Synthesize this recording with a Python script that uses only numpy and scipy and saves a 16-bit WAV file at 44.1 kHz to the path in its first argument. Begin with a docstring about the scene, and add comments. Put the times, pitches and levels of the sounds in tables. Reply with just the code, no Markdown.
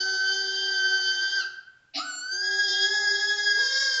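"""A shrill squeal from a restrained pig, close by, collapses in pitch and rings out in a hard-walled sty.
A second squeal opens with a hoarse bark, climbs, cracks and ends in a harsh rattle.
The voice has two oscillators: a whistle near 1.6 kHz and a lower buzz that modulates it into sidebands.
Air rushes through the throat in time with the buzz; faint room noise and mains hum lie underneath."""
import sys
import numpy as np
from scipy import signal
from scipy.fft import rfft, irfft
from scipy.io import wavfile

SR = 44100
rng = np.random.default_rng(int(sys.argv[2]) if len(sys.argv) > 2 else 0)


def inscribe(sig):
    """Save sig as 16-bit PCM at rate SR to the path in sys.argv[1].

    A 1-D sig is mono; a 2-D sig holds one channel per row.
    Samples are clipped to [-1, 1] before scaling.
    """
    pcm = np.round(np.clip(np.atleast_2d(sig).T, -1, 1) * 32767)
    wavfile.write(sys.argv[1], SR, pcm.astype(np.int16))


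N = 176400
T = np.arange(N) / SR
JITTER_HZ, FLUTTER_HZ, SHIMMER_HZ = 80, 500, 28  # rates of the voice's random wavering


def undb(db):
    """Decibels to amplitude ratio."""
    return 10 ** (np.asarray(db) / 20)


def unit(x):
    """Normalisation to rms 1."""
    return x / np.sqrt(np.mean(x ** 2))


def curves(rows):
    """Linear interpolation of a table's columns over time."""
    times, *columns = np.array(rows, float).T
    return [np.interp(T, times, column) for column in columns]


def walk(rate):
    """Low-passed noise of rms 1 that changes about rate times a second."""
    hz = np.fft.rfftfreq(N, 1 / SR)
    return unit(irfft(rfft(rng.standard_normal(N)) / (1 + (2 * hz / rate) ** 4), N))


def noise(points):
    """Spectral shaping: noise of rms 1 that follows (frequency [Hz], level [dB]) points."""
    hz, db = np.array(points, float).T
    gain = undb(np.interp(np.log(np.fft.rfftfreq(N, 1 / SR) + 1), np.log(hz), db))
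    return unit(irfft(rfft(rng.standard_normal(N)) * gain, N))


def background():
    """Superposition of faint broadband room noise and a pure tone of mains hum."""
    # room noise spectrum (frequency [Hz], relative density [dB])
    floor = [(60, -6), (130, -2), (220, -7.5), (2000, -13), (7000, -19)]
    return undb(-69.5) * noise(floor) + undb(-80) * np.sqrt(2) * np.sin(2 * np.pi * 126 * T)


def sty(x, low_t60_s=.88, treble_t60_s=.47, tail_db=-5):
    """Reverberation: hard walls return a diffuse tail whose treble dies sooner."""
    echoes = rng.standard_normal(N)
    low = signal.sosfilt(signal.butter(2, 2500, fs=SR, output="sos"), echoes, zi=np.zeros((1, 2)))[0]
    low = signal.sosfilt(signal.butter(2, 2500, fs=SR, output="sos"), low[::-1])[::-1]
    tail = low * undb(-60 * T / low_t60_s) + (echoes - low) * undb(-60 * T / treble_t60_s)
    return x + undb(tail_db) * signal.fftconvolve(x, unit(tail) / np.sqrt(N))[:N]


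def bark(attack_s=.021, hold_s=.032, decay_s=.013):
    """Resonance: a hoarse burst of air excites the mouth's formants one after another as it opens."""
    # formants (centre [Hz], width [Hz], relative level [dB], onset [s])
    formants = [(288, 60, -2, 1.94), (732, 160, 0, 1.936), (1268, 222, 3.5, 1.966), (2147, 77, -11.5, 1.94),
                (2655, 1440, -8.5, 1.935), (4176, 1130, -2.5, 1.935), (5090, 1350, -3, 1.939),
                (7090, 700, -13.5, 1.962)]
    hz = np.fft.rfftfreq(N, 1 / SR)
    air = rfft(rng.standard_normal(N))
    rings = [undb(db) * irfft(air / (1 + (2 * (hz - centre) / width) ** 2) ** 2, N)
             for centre, width, db, _ in formants]
    age = T - np.array(formants)[:, 3:]
    envelope = np.clip(age / attack_s, 0, 1) * np.exp(-np.maximum(age - attack_s - hold_s, 0) / decay_s)
    return undb(-29) * np.sum(envelope * rings, axis=0) / np.std(sum(rings))


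def phase(hz):
    """An oscillator's phase is the integral of its frequency."""
    return 2 * np.pi * np.cumsum(hz) / SR


def rattle(peak_s=3.79, width_s=.085, rate_hz=66, depth=.011):
    """Frequency modulation: at peak strain the throat shakes the whistle by a fraction of its pitch."""
    strain = np.exp(-((T - peak_s) / width_s) ** 2)
    return depth * strain * np.sin(phase(rate_hz * (1 + walk(JITTER_HZ) / 10)))


def buzz_tone(buzz, whistle):
    """The buzz's harmonic series, plus a difference tone at the whistle's pitch less twice the buzz's."""
    # buzz harmonics 1-3 (relative level [dB])
    partials = [-1.5, -6.5, -27]
    series = sum(undb(db) * np.sin(k * buzz) for k, db in enumerate(partials, 1))
    return series + undb(-14) * np.sin(whistle - 2 * buzz)


def whistle_tone(whistle, buzz, drives_db, depth_db, rasp, shimmer_db=1.5):
    """Modulation by the buzz puts sidebands on each harmonic; period doubling adds one half a step up."""
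    # whistle harmonics 1-5, relative levels
    # (harmonic [dB], upper sideband [dB], lower sideband [dB], second pair against first [dB])
    harmonics = [(0, -23, -31, -15.5), (-2, -6.5, -30, -6.5), (-1, -3.5, -13, -12.5),
                 (-13.5, -3.5, -4.5, -12.5), (-34, -9, -18.5, -9.5)]
    doubling = undb(-16.5) * np.sqrt(rasp) * walk(JITTER_HZ)
    tone = 0
    for k, ((db, above_db, below_db, far_db), drive_db) in enumerate(zip(harmonics, drives_db), 1):
        carrier = k * whistle
        sidebands = doubling * undb(above_db / 2) * np.sin(carrier + buzz / 2)
        for m in (1, 2):
            above = undb(above_db) * np.sin(carrier + m * buzz)
            below = undb(below_db) * np.sin(carrier - m * buzz)
            sidebands += undb(far_db * (m - 1)) * (above + below)
        gain = undb(drive_db + db + shimmer_db * walk(SHIMMER_HZ))
        tone += gain * (np.sin(carrier) + undb(depth_db) * sidebands)
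    return tone


def squeal(pitch, fundamental, levels, span_s, jitter, air_db, edge_s=.008):
    """Biphonation: whistle and buzz sound together, rasp unsettles both, and airflow follows effort."""
    # voice quality (time [s], sideband depth [dB], rasp [dB], lift of harmonic 5 [dB])
    quality = [(0, -5, -4, -2.5), (.95, -7, -4, -10.5), (1.1, -6.5, -0.5, -12), (1.38, -6, -0.5, -5),
               (1.43, -3.5, 7.5, -4), (2.005, 0, -2, 16.5), (2.06, -21.5, -16.5, 32), (2.2, -19, -17, 38),
               (2.33, -15.5, -9, -3), (2.41, -17.5, -9.5, -4.5), (2.44, -4.5, -14.5, -2.5),
               (2.66, -4, -13, -10.5), (2.69, 3.5, -10, -7), (2.75, -2.5, -10, -9.5),
               (3.55, -3.5, -8.5, -0.5), (3.8, 5, -2, 13.5), (4, -3.5, -2.5, 10)]
    # air rushing through the throat (frequency [Hz], relative density [dB])
    throat = [(270, -43.5), (400, -7.5), (600, -20), (830, 0), (1080, -18), (1400, -20.5), (1720, 4),
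              (2050, -23), (2600, -42.5), (3050, -27), (3450, 2), (3750, -7), (4300, -9.5), (4850, 7),
              (5250, -3), (6200, -1), (7400, -17)]
    whistle_hz, buzz_hz = curves(pitch)
    first_db, = curves(fundamental)
    octave_db, upper_db, buzz_db = curves(levels)
    depth_db, rasp_db, top_db = curves(quality)
    rasp = undb(rasp_db)
    waver = rattle() + jitter * walk(JITTER_HZ) + .0035 * rasp ** 2 * walk(FLUTTER_HZ)
    whistle = phase(whistle_hz * (1 + waver))
    buzz = phase(buzz_hz * (1 + .007 * walk(JITTER_HZ) + .026 * rasp * walk(FLUTTER_HZ)))
    drives_db = [first_db, octave_db, upper_db, upper_db, upper_db + top_db]
    voice = undb(buzz_db) * buzz_tone(buzz, whistle)
    voice += whistle_tone(whistle, buzz, drives_db, depth_db, rasp)
    air = undb(air_db + upper_db) * rasp * noise(throat) * (1 + np.cos(buzz))
    gate = np.clip(np.minimum(T - span_s[0], span_s[1] - T) / edge_s, 0, 1)
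    return gate * (np.sqrt(2) * voice + air)


def scene():
    """Two squeals and a bark superpose in the reverberant sty; the second squeal has more pitch jitter."""
    # oscillator pitches in each squeal (time [s], whistle [Hz], buzz [Hz])
    pitch_1 = [(0, 1531, 376.4), (.23, 1535, 376.6), (.34, 1547, 382.8), (.64, 1571, 383.7),
               (.78, 1550, 373.3), (1.06, 1541, 374.2), (1.21, 1553, 358.5), (1.365, 1577, 371.7),
               (1.392, 1545, 368), (1.44, 1291, 350)]
    pitch_2 = [(2.005, 1277, 285), (2.05, 1499, 337), (2.14, 1463, 347), (2.2, 1463, 354.8),
               (2.33, 1560, 365.5), (2.46, 1645, 379), (2.52, 1632, 385.4), (2.645, 1657, 396.7),
               (2.69, 1615, 372), (2.81, 1639, 384.6), (2.94, 1683, 407.4), (3.08, 1651, 394.2),
               (3.29, 1674, 409.7), (3.47, 1655, 406.5), (3.56, 1632, 412.8), (3.59, 1648, 482.6),
               (3.68, 1606, 504.8), (3.82, 1637, 531.7), (4, 1574, 482.5)]
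    # drive of the whistle's fundamental (time [s], level [dB])
    fundamental_1 = [(0.0, -33.5), (0.45, -32), (0.498, -42.5), (0.8, -24.5), (1.146, -32.5), (1.214, -25),
                     (1.33, -37.5), (1.39, -25), (1.44, -50)]
    fundamental_2 = [(2.01, -37), (2.049, -38.5), (2.3, -35), (2.6, -26), (2.681, -35.5), (2.95, -25),
                     (3.2, -28.5), (3.35, -20.5), (3.42, -35), (3.47, -25.5), (4.0, -32.5)]
    # other drives (time [s], whistle octave [dB], whistle harmonics 3-5 [dB], buzz [dB])
    levels_1 = [(0.0, -38.5, -29, -47), (0.514, -34, -32, -51), (0.952, -35.5, -29.5, -46),
                (1.264, -32.5, -34, -60), (1.4, -39.5, -32.5, -55.5), (1.44, -52.5, -47, -61.5)]
    levels_2 = [(2.001, -48, -46.5, -66), (2.299, -57.5, -39.5, -72.5), (2.33, -55, -29, -52.5),
                (2.41, -55.5, -30.5, -53.5), (2.45, -42.5, -33.5, -48.5), (2.82, -26.5, -30, -46),
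                (2.91, -37, -31, -40.5), (3.201, -33.5, -32, -44), (4.0, -37, -31, -52)]
    first = squeal(pitch_1, fundamental_1, levels_1, span_s=(0, 1.447), jitter=.0014, air_db=-13.5)
    second = squeal(pitch_2, fundamental_2, levels_2, span_s=(1.995, 4.1), jitter=.0026, air_db=-15.5)
    return (sty(first + bark() + second) + background())[None]


def record(dry, dull_hz=7600, sampling_hz=16000, image_db=-25, top_hz=8900):
    """Imaging: a small recorder dulls the top, mirrors it about half its sampling rate, then cuts it."""
    dull = signal.sosfilt(signal.butter(24, dull_hz, fs=SR, output="sos"), dry)
    mirrored = dull * (1 + 2 * undb(image_db) * np.cos(2 * np.pi * sampling_hz * T))
    return signal.sosfilt(signal.ellip(10, .2, 80, top_hz, fs=SR, output="sos"), mirrored)


dry = scene()
out = record(dry)
inscribe(out)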